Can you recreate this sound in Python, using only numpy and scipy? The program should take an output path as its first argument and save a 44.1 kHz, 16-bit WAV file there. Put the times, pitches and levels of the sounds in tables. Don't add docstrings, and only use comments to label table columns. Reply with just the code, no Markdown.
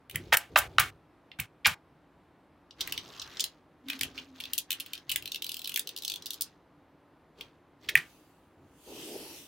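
import sys
import numpy as np
from scipy import signal
from scipy.fft import rfft, irfft, next_fast_len
from scipy.io import wavfile
from scipy.ndimage import uniform_filter1d

SR = 44100
rng = np.random.default_rng(int(sys.argv[2]) if len(sys.argv) > 2 else 0)


def inscribe(sig):
    pcm = np.round(np.clip(np.atleast_2d(sig).T, -1, 1) * 32767)
    wavfile.write(sys.argv[1], SR, pcm.astype(np.int16))


N = 417627


def amp(db):
    return 10 ** (np.asarray(db) / 20)


def evened(x):
    return x / np.sqrt(np.mean(x ** 2) + 1e-20)


def read(points, hz):
    f, value = np.transpose(points)
    return np.interp(np.log(hz + 1e-6), np.log(f), value)


def level(curve):
    return amp(np.interp(np.arange(N) / SR, *np.transpose(curve)))


def add(mix, s, sound):
    start = max(round(s * SR), 0)
    part = mix[:, start:][:, :sound.shape[1]]
    part += sound[:, :part.shape[1]]


def stereo(pair, width):
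    middle, side = pair
    return np.array([middle + width * side, middle - width * side])


def causal(db):
    cepstrum = irfft(np.log(amp(db)))
    half = len(cepstrum) // 2
    cepstrum[1:half] *= 2
    cepstrum[half + 1:] = 0
    return np.exp(rfft(cepstrum))


def noise(colour, size, grain_db=0):
    padded = next_fast_len(size)
    white, grains = rng.standard_normal((2, 2, padded))
    gritty = white * amp(grain_db * grains)
    gain = amp(read(colour, np.fft.rfftfreq(padded, 1 / SR)))
    return evened(irfft(rfft(gritty) * gain, padded)[:, :size])


def patchy(x, depth_db, size=512):
    z = signal.stft(x, nperseg=size)[2]
    field = rng.standard_normal(z.shape[1:])
    field = uniform_filter1d(field, size=8, axis=0)
    field = uniform_filter1d(field, size=24, axis=1)
    patched = signal.istft(z * amp(depth_db * evened(field)), nperseg=size)[1]
    return evened(patched[:, :x.shape[1]])


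def burst(length, colour_db, grain_db, size=2048, swell=0.91):
    u = np.arange(size) / SR / max(length, .0005)
    white, grains = rng.standard_normal((2, 2, size))
    collisions = white * amp(grain_db * grains) * u ** swell * np.exp(-u ** 2)
    ring = irfft(rfft(collisions) * causal(colour_db))
    return ring / np.linalg.norm(ring, axis=1, keepdims=True) * np.sqrt(.005 * SR)


def collision(length, body_db, pitch_hz, tick_db, breadth, body_width, size=2048):
    # multiple of its pitch before broadening, relative level in dB.
    body_colour = [(.3, -55.5), (.6, -23.5), (.72, -11.5), (.82, -4), (1, 0.5), (1.3, -3.5), (1.8, -13),
                   (3, -37.5), (6, -41)]
    # frequency in Hz, relative level in dB.
    tick_colour = [(600, -53.5), (1500, -36), (3500, -8.5), (6000, -5.5), (8000, -3), (11000, 0.5),
                   (15500, 2.5)]
    hz = np.fft.rfftfreq(size, 1 / SR)
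    broadened = (hz / pitch_hz) ** (1 / breadth)
    body = burst(length, read(body_colour, broadened), grain_db=1.0)
    tick = burst(length, read(tick_colour, hz), grain_db=6)
    return amp(body_db) * stereo(body, body_width) + amp(tick_db) * stereo(tick, width=.5)


def through_rows(x):
    # frequency in Hz, gain in dB.
    rows_colour = [(800, -4), (1600, 5), (2150, -3), (2560, 2), (3300, 0), (4500, -0.5), (9000, 0),
                   (15000, -1)]
    response = irfft(causal(read(rows_colour, np.fft.rfftfreq(2048, 1 / SR))))
    return signal.oaconvolve(x, response[None], axes=1)[:, :N]


def hands(attack_s=0.014, release_s=0.054):
    # start in seconds, length in seconds,
    # level of the fingers rubbing in dB, of the model shifting in dB, of the table's rumble in dB.
    moves = [(0.137, 0.17, -66.5, -55, -51.5), (0.518, 0.36, -70.5, -56.5, -53),
             (2.807, .17, -52, -57.5, -61), (3.03, 0.4, -55.5, -60, -69), (3.892, .06, -52, -65, -75),
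             (4.019, 0.037, -55, -55, -54), (4.157, 0.053, -56.5, -63, -76), (4.361, 0.17, -58.5, -66, -72),
             (4.702, 0.27, -62, -71.5, -82), (5.089, 0.11, -62, -65, -63.5), (5.22, 1.25, -65, -65, -102),
             (7.389, 0.038, -63.5, -55, -69), (7.835, 0.12, -61.5, -53.5, -68),
             (8.585, 0.07, -89, -64.5, -72.5), (8.882, 0.46, -70.5, -48.5, -80.5)]
    t, gains = np.arange(N) / SR, np.zeros((3, N))
    for s, length, *levels_db in moves:
        before = np.maximum(s - t, 0)
        after = np.maximum(t - s - length, 0)
        shape = np.exp(-before / attack_s - after / release_s)
        gains = np.maximum(gains, amp(levels_db)[:, None] * shape)
    return gains


def air(air_db=-62.5):
    # frequency in Hz, relative level in dB.
    air_colour = [(25, -35), (60, -7), (110, -16), (150, -2.5), (220, -10), (285, 0), (400, -9),
                  (1000, -12), (2300, -24), (4000, -32.5), (7000, -46.5), (12000, -47), (16000, -61)]
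    return amp(air_db) * stereo(noise(air_colour, N), width=.11)


def table_top(lean, groan_hz=266, width_hz=28, resting_db=-73):
    # time in seconds, level in dB.
    dragging = [(3.78, -90.5), (3.87, -47), (3.96, -48.5), (4.06, -59.5), (4.3, -56), (4.6, -64.5),
                (4.9, -82)]
    # frequency in Hz, relative level in dB.
    rumble_colour = [(20, -21.5), (55, 0), (95, 3.5), (160, -3.5), (260, -21.5), (900, -57.5)]
    pole = np.exp((2j * np.pi * groan_hz - np.pi * width_hz) / SR)
    groan = evened(signal.lfilter([1], np.poly([pole, pole]), rng.standard_normal(N)).real)
    rumble = stereo(noise(rumble_colour, N), width=.03)
    return groan * level(dragging) + rumble * (lean + amp(resting_db))


def rubbing(rub):
    # frequency in Hz, relative level in dB.
    rub_colour = [(500, -13.5), (1300, -4), (1900, -5), (2800, -8), (4300, -16), (6500, -15.5),
                  (8500, -28.5), (15000, -26.5)]
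    scrape = patchy(noise(rub_colour, N, grain_db=1.0), depth_db=3.0)
    return stereo(scrape, width=.35) * rub


def crackle(rub, per_s=450, body_db=-5, tick_db=-22, pitch_hz=3500, scatter_db=3, pitch_scatter=.17, count=16):
    out = np.zeros((2, N))
    for detune in np.linspace(-1, 1, count) * pitch_scatter:
        happens = rng.random(N) < per_s / count / SR
        slips = happens * amp(scatter_db * rng.standard_normal(N))
        hz = pitch_hz * np.exp(detune)
        click = collision(.0015, body_db, hz, tick_db, 0.99, body_width=.35)
        out += signal.oaconvolve(slips[None], click, axes=1)[:, :N]
    return through_rows(out * rub)


def sliding(shift):
    # time in seconds, level in dB.
    turning = [(7.9, -88), (8.1, -66), (8.6, -85.5), (8.76, -72), (8.89, -55), (9.03, -48.5), (9.38, -49.5),
               (9.47, -58)]
    # frequency in Hz, relative level in dB.
    slide_colour = [(600, -26.5), (1200, -15.5), (1800, -10.5), (2300, -5), (2650, 3.5), (3300, -0.5),
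                    (5000, -3), (7000, -5), (13000, -5), (16000, -8.5)]
    # frequency in Hz, relative level in dB.
    drone_colour = [(100, -30), (190, -10.5), (280, -4), (410, -1.5), (540, -10.5), (900, -17),
                    (1600, -43.5)]
    hiss = patchy(noise(slide_colour, N, grain_db=3.5), depth_db=2.4)
    drone = patchy(noise(drone_colour, N), depth_db=4.0)
    return stereo(hiss, width=0.83) * level(turning) + stereo(drone, width=.1) * shift


def clicks(hard_db=-33, breadth_per_db=0.08, pitch_scatter=0.021):
    # start in seconds, count of balls,
    # gap between balls in seconds, first ball's body level in dB, central pitch in Hz,
    # first ball's tick level in dB; levels are those before the rows' colour and the balance.
    catches = [(0.0963, 2, 0.014, -46, 2620, -43), (1.315, 1, 0.0038, -46, 2530, -73),
               (2.708, 1, 0, -48.5, 3570, -76), (2.8068, 3, 0.0031, -30, 3600, -37),
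               (2.874, 1, 0, -37, 2310, -36), (2.9223, 2, 0.00016, -31.5, 2930, -34),
               (2.9763, 1, 0, -30.5, 2930, -40), (3.196, 1, 0, -37, 4230, -67),
               (3.216, 3, 0.0033, -39, 3670, -51), (3.3697, 1, 0, -40, 3960, -68),
               (3.3951, 1, 0, -29, 3640, -43), (3.4033, 2, 0.0032, -27, 4200, -33),
               (3.4397, 1, 0, -29.5, 3880, -28), (3.884, 2, 0.014, -39, 2710, -44),
               (3.8998, 1, 0.006, -30, 2560, -35.5), (3.931, 1, 0, -38.5, 2500, -48),
               (3.9907, 1, 0, -44.5, 3200, -45), (4.01, 2, 0.022, -27.5, 2790, -29),
               (4.177, 2, .008, -37, 2820, -57), (4.4013, 2, .005, -38.5, 3000, -43),
               (4.437, 2, 0.016, -37.5, 3230, -49), (4.533, 1, 0.007, -33, 3370, -25),
               (4.5788, 2, 0.0053, -30.5, 3370, -24.5), (4.7052, 3, 0.011, -30, 2950, -27),
               (4.7992, 2, 0.005, -37, 3050, -34), (4.8609, 1, 0.13, -45.5, 2890, -45.5),
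               (4.933, 1, 0.0039, -34.5, 3050, -34.5), (4.9517, 2, .025, -44, 3200, -50),
               (5.094, 2, 0.0061, -31, 2970, -34.5), (5.115, 3, 0.0029, -33.5, 2850, -29),
               (5.1585, 1, 0, -28.5, 2460, -24), (5.223, 1, 0, -44.5, 2800, -43.5),
               (5.256, 2, 0.019, -36.5, 3130, -39.5), (5.318, 1, 0, -32.5, 3470, -37),
               (5.345, 2, 0.013, -33.5, 3180, -39), (5.4209, 3, 0.022, -33.5, 3340, -34.5),
               (5.492, 7, 0.025, -34.5, 3310, -33), (5.6448, 2, .0105, -36.5, 3700, -42.5),
               (5.6735, 2, .0198, -35, 3082, -33), (5.718, 1, 0, -41, 3100, -41),
               (5.7408, 1, 0, -36.5, 3330, -33), (5.7594, 1, 0, -27, 3020, -26),
               (5.7733, 2, 0, -36.5, 2200, -30), (5.793, 1, 0, -34, 3220, -25.5),
               (5.872, 2, 0.018, -36.5, 3500, -38), (5.963, 3, 0.011, -38, 3800, -38.5),
               (6.021, 2, 0.013, -41, 3700, -42.5), (6.048, 1, 0.014, -32, 3650, -34),
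               (6.078, 5, 0.02, -30.5, 3500, -34), (6.222, 1, 0, -44.5, 4100, -53),
               (6.258, 2, 0.007, -37, 3930, -37), (6.305, 1, 0.0053, -34, 3780, -32.5),
               (6.3324, 2, 0.0083, -42, 3960, -38), (6.409, 2, 0.01, -33, 4090, -25.5),
               (7.4087, 1, 0, -38, 2770, -48.5)]
    ball_s = 0.0028
    fade_db_per_ball = -1.73
    out = np.zeros((2, N))
    for s, count, gap, body_db, pitch_hz, tick_db in catches:
        for ball in range(round(count)):
            fade_db = ball * fade_db_per_ball
            ball_db = body_db + fade_db
            breadth = 1 + breadth_per_db * max(ball_db - hard_db, 0)
            hz = pitch_hz * np.exp(pitch_scatter * rng.standard_normal())
            click = collision(ball_s, ball_db, hz, tick_db + fade_db, breadth, body_width=.35)
            add(out, s + ball * gap, click)
    return through_rows(out) * amp([[.2], [-.2]])


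def shivers(t60=0.25, thump_t60=0.15, thump_rise=0.0071, modes_db=-7, modes_t60=0.27):
    # start in seconds,
    # length until it locks in seconds, shiver level in dB, thump level in dB, thump frequency in Hz.
    shiver_events = [(0.144, 0.12, -45.5, -44, 132), (0.329, 0.022, -20, -47, 93),
                     (0.403, 0.1, -46, -69, 95), (0.565, 0.11, -26.5, -48, 82), (0.792, .11, -26, -36, 100),
                     (1.387, 0.072, -42, -40.5, 109), (1.666, 0.077, -28, -34.5, 104.6),
                     (7.958, 0.18, -36, -46, 125)]
    # frequency in Hz, relative level in dB.
    shiver_colour = [(350, -31), (600, -14), (950, -11), (1500, -2), (3000, -3), (4500, -13.5),
                     (9000, -17.5), (15500, -22)]
    # frequency in Hz, relative level in dB.
    block_modes = [(765, -4), (1005, -5), (1190, 0.5), (1460, -5.5), (1570, 4), (1755, 0), (2225, 4.5),
                   (2430, -2), (2780, -4.5), (3210, -5)]
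    # multiple of its frequency, relative level in dB.
    thump_colour = [(0.301, -24), (0.621, -5), (1, -0.5), (1.45, -6.5), (2.601, -25.5), (10, -70)]
    out = np.zeros((2, N))
    for s, length, shiver_db, thump_db, thump_hz in shiver_events:
        t = np.arange(round((length + 0.046) * SR)) / SR
        locked = np.exp(-np.maximum(t - length, 0) / 0.0031)
        modes = evened(sum(amp(db) * np.sin(2 * np.pi * (hz * t + rng.random())) for hz, db in block_modes))
        modes = modes * amp(modes_db - 60 * t / modes_t60)
        buzz = stereo(noise(shiver_colour, len(t), grain_db=5.0), width=0.4) * amp(-60 * t / t60)
        shiver = (buzz + modes) * amp(shiver_db) * np.minimum(t / 0.0027, 1)
        colour = [(multiple * thump_hz, db) for multiple, db in thump_colour]
        swell = (1 - np.exp(-t / thump_rise)) * amp(-60 * t / thump_t60)
        thump = amp(thump_db) * noise(colour, len(t)) * swell / swell.max()
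        add(out, s, (shiver + stereo(thump, width=.03)) * locked)
    return out


def snaps(clack_tick_db=-48):
    # start in seconds, clack
    # length in seconds, # clack body level in dB before the balance, pitch in Hz, breadth as a factor on the
    # body's octaves, # rattle tick level in dB before the balance, lag of the rattle in seconds.
    slab_snaps = [(0.1572, 0.0018, -27, 2300, 0.63, -27.5, 0.00024),
                  (0.322, 0.0045, -19.5, 1380, 1.36, -50, 0),
                  (0.326, 0.0036, -16.5, 925, 2.62, -27.5, 0.0064),
                  (0.339, .003, -20.5, 1500, 1.4, -26, 0.0034), (.3695, .003, -25.5, 1620, 1.6, -17.5, 0),
                  (0.5583, 0.0038, -12.5, 1225, 1.8, -23.5, .013),
                  (0.5614, 0.0055, -18, 1150, 2, -18, .019), (0.783, 0.0022, -12.5, 1356, 1.75, -18, 0.014),
                  (1.3967, 0.0027, -29, 2350, 0.85, -28, 0.003), (1.646, .0095, -19.5, 2400, 1.13, -55, 0),
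                  (1.657, .002, -16.5, 2300, 1.5, -49.5, 0.00068),
                  (1.6604, 0.0052, -17.5, 1307, 2.3, -19.5, 0.006),
                  (7.886, 0.0071, -24.5, 2270, 1.64, -34, 0.0031),
                  (7.9532, 0.0019, -12, 2112, 0.51, -26.5, 0), (7.9706, .006, -32, 2250, 1.6, -35, 0.001)]
    rattle_body_db = -10.5
    rattle_spread = 0.23
    out = np.zeros((2, N))
    for s, length, body_db, pitch_hz, breadth, rattle_db, lag in slab_snaps:
        clack = collision(length, body_db, pitch_hz, clack_tick_db, breadth, body_width=.12)
        add(out, s, clack)
        rattle_s = length + rattle_spread * lag
        rattle = collision(rattle_s, body_db + rattle_body_db, pitch_hz, rattle_db, breadth, body_width=.15)
        add(out, s + lag, rattle)
    return out * amp([[-.7], [.6]])


def reflections(width, size=16384):
    # frequency in Hz, time to die by 60 dB in seconds.
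    ring_times = [(300, .3), (2500, 0.13), (6000, 0.14), (15000, 0.074)]
    sparse = rng.standard_normal((2, size)) * (rng.random((2, size)) < .2)
    hz, t, z = signal.stft(sparse, SR, nperseg=256)
    decay = amp(-60 * t / read(ring_times, hz)[:, None])
    tail = signal.istft(z * decay, SR, nperseg=256)[1]
    tail = tail * np.minimum(np.arange(tail.shape[1]) / SR / 0.00057, 1)
    return stereo(tail / np.linalg.norm(tail, axis=1, keepdims=True), width)


def room(x, width, count=4):
    turn = np.arange(N) / SR * 5
    middle = x.mean(0)
    out = np.zeros((2, N))
    for k in range(count):
        share = np.maximum(np.cos(2 * np.pi * (turn + k / count)), 0)
        out += signal.oaconvolve((middle * share)[None], reflections(width), axes=1)[:, :N]
    return out


def scene():
    rub, shift, lean = hands()
    big, small = snaps(), clicks()
    steady = air() + table_top(lean) + rubbing(rub) + sliding(shift) + shivers()
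    echoes = amp(-9.5) * room(big, width=.3) + amp(-6) * room(small, width=0.71)
    return big + small + echoes + steady + crackle(rub)


def record(dry, edge_hz=16100):
    low_pass = signal.firwin(255, edge_hz, window=("kaiser", 9), fs=SR)
    return signal.oaconvolve(dry, low_pass[None], "same", axes=1)


dry = scene()
out = record(dry)
inscribe(out)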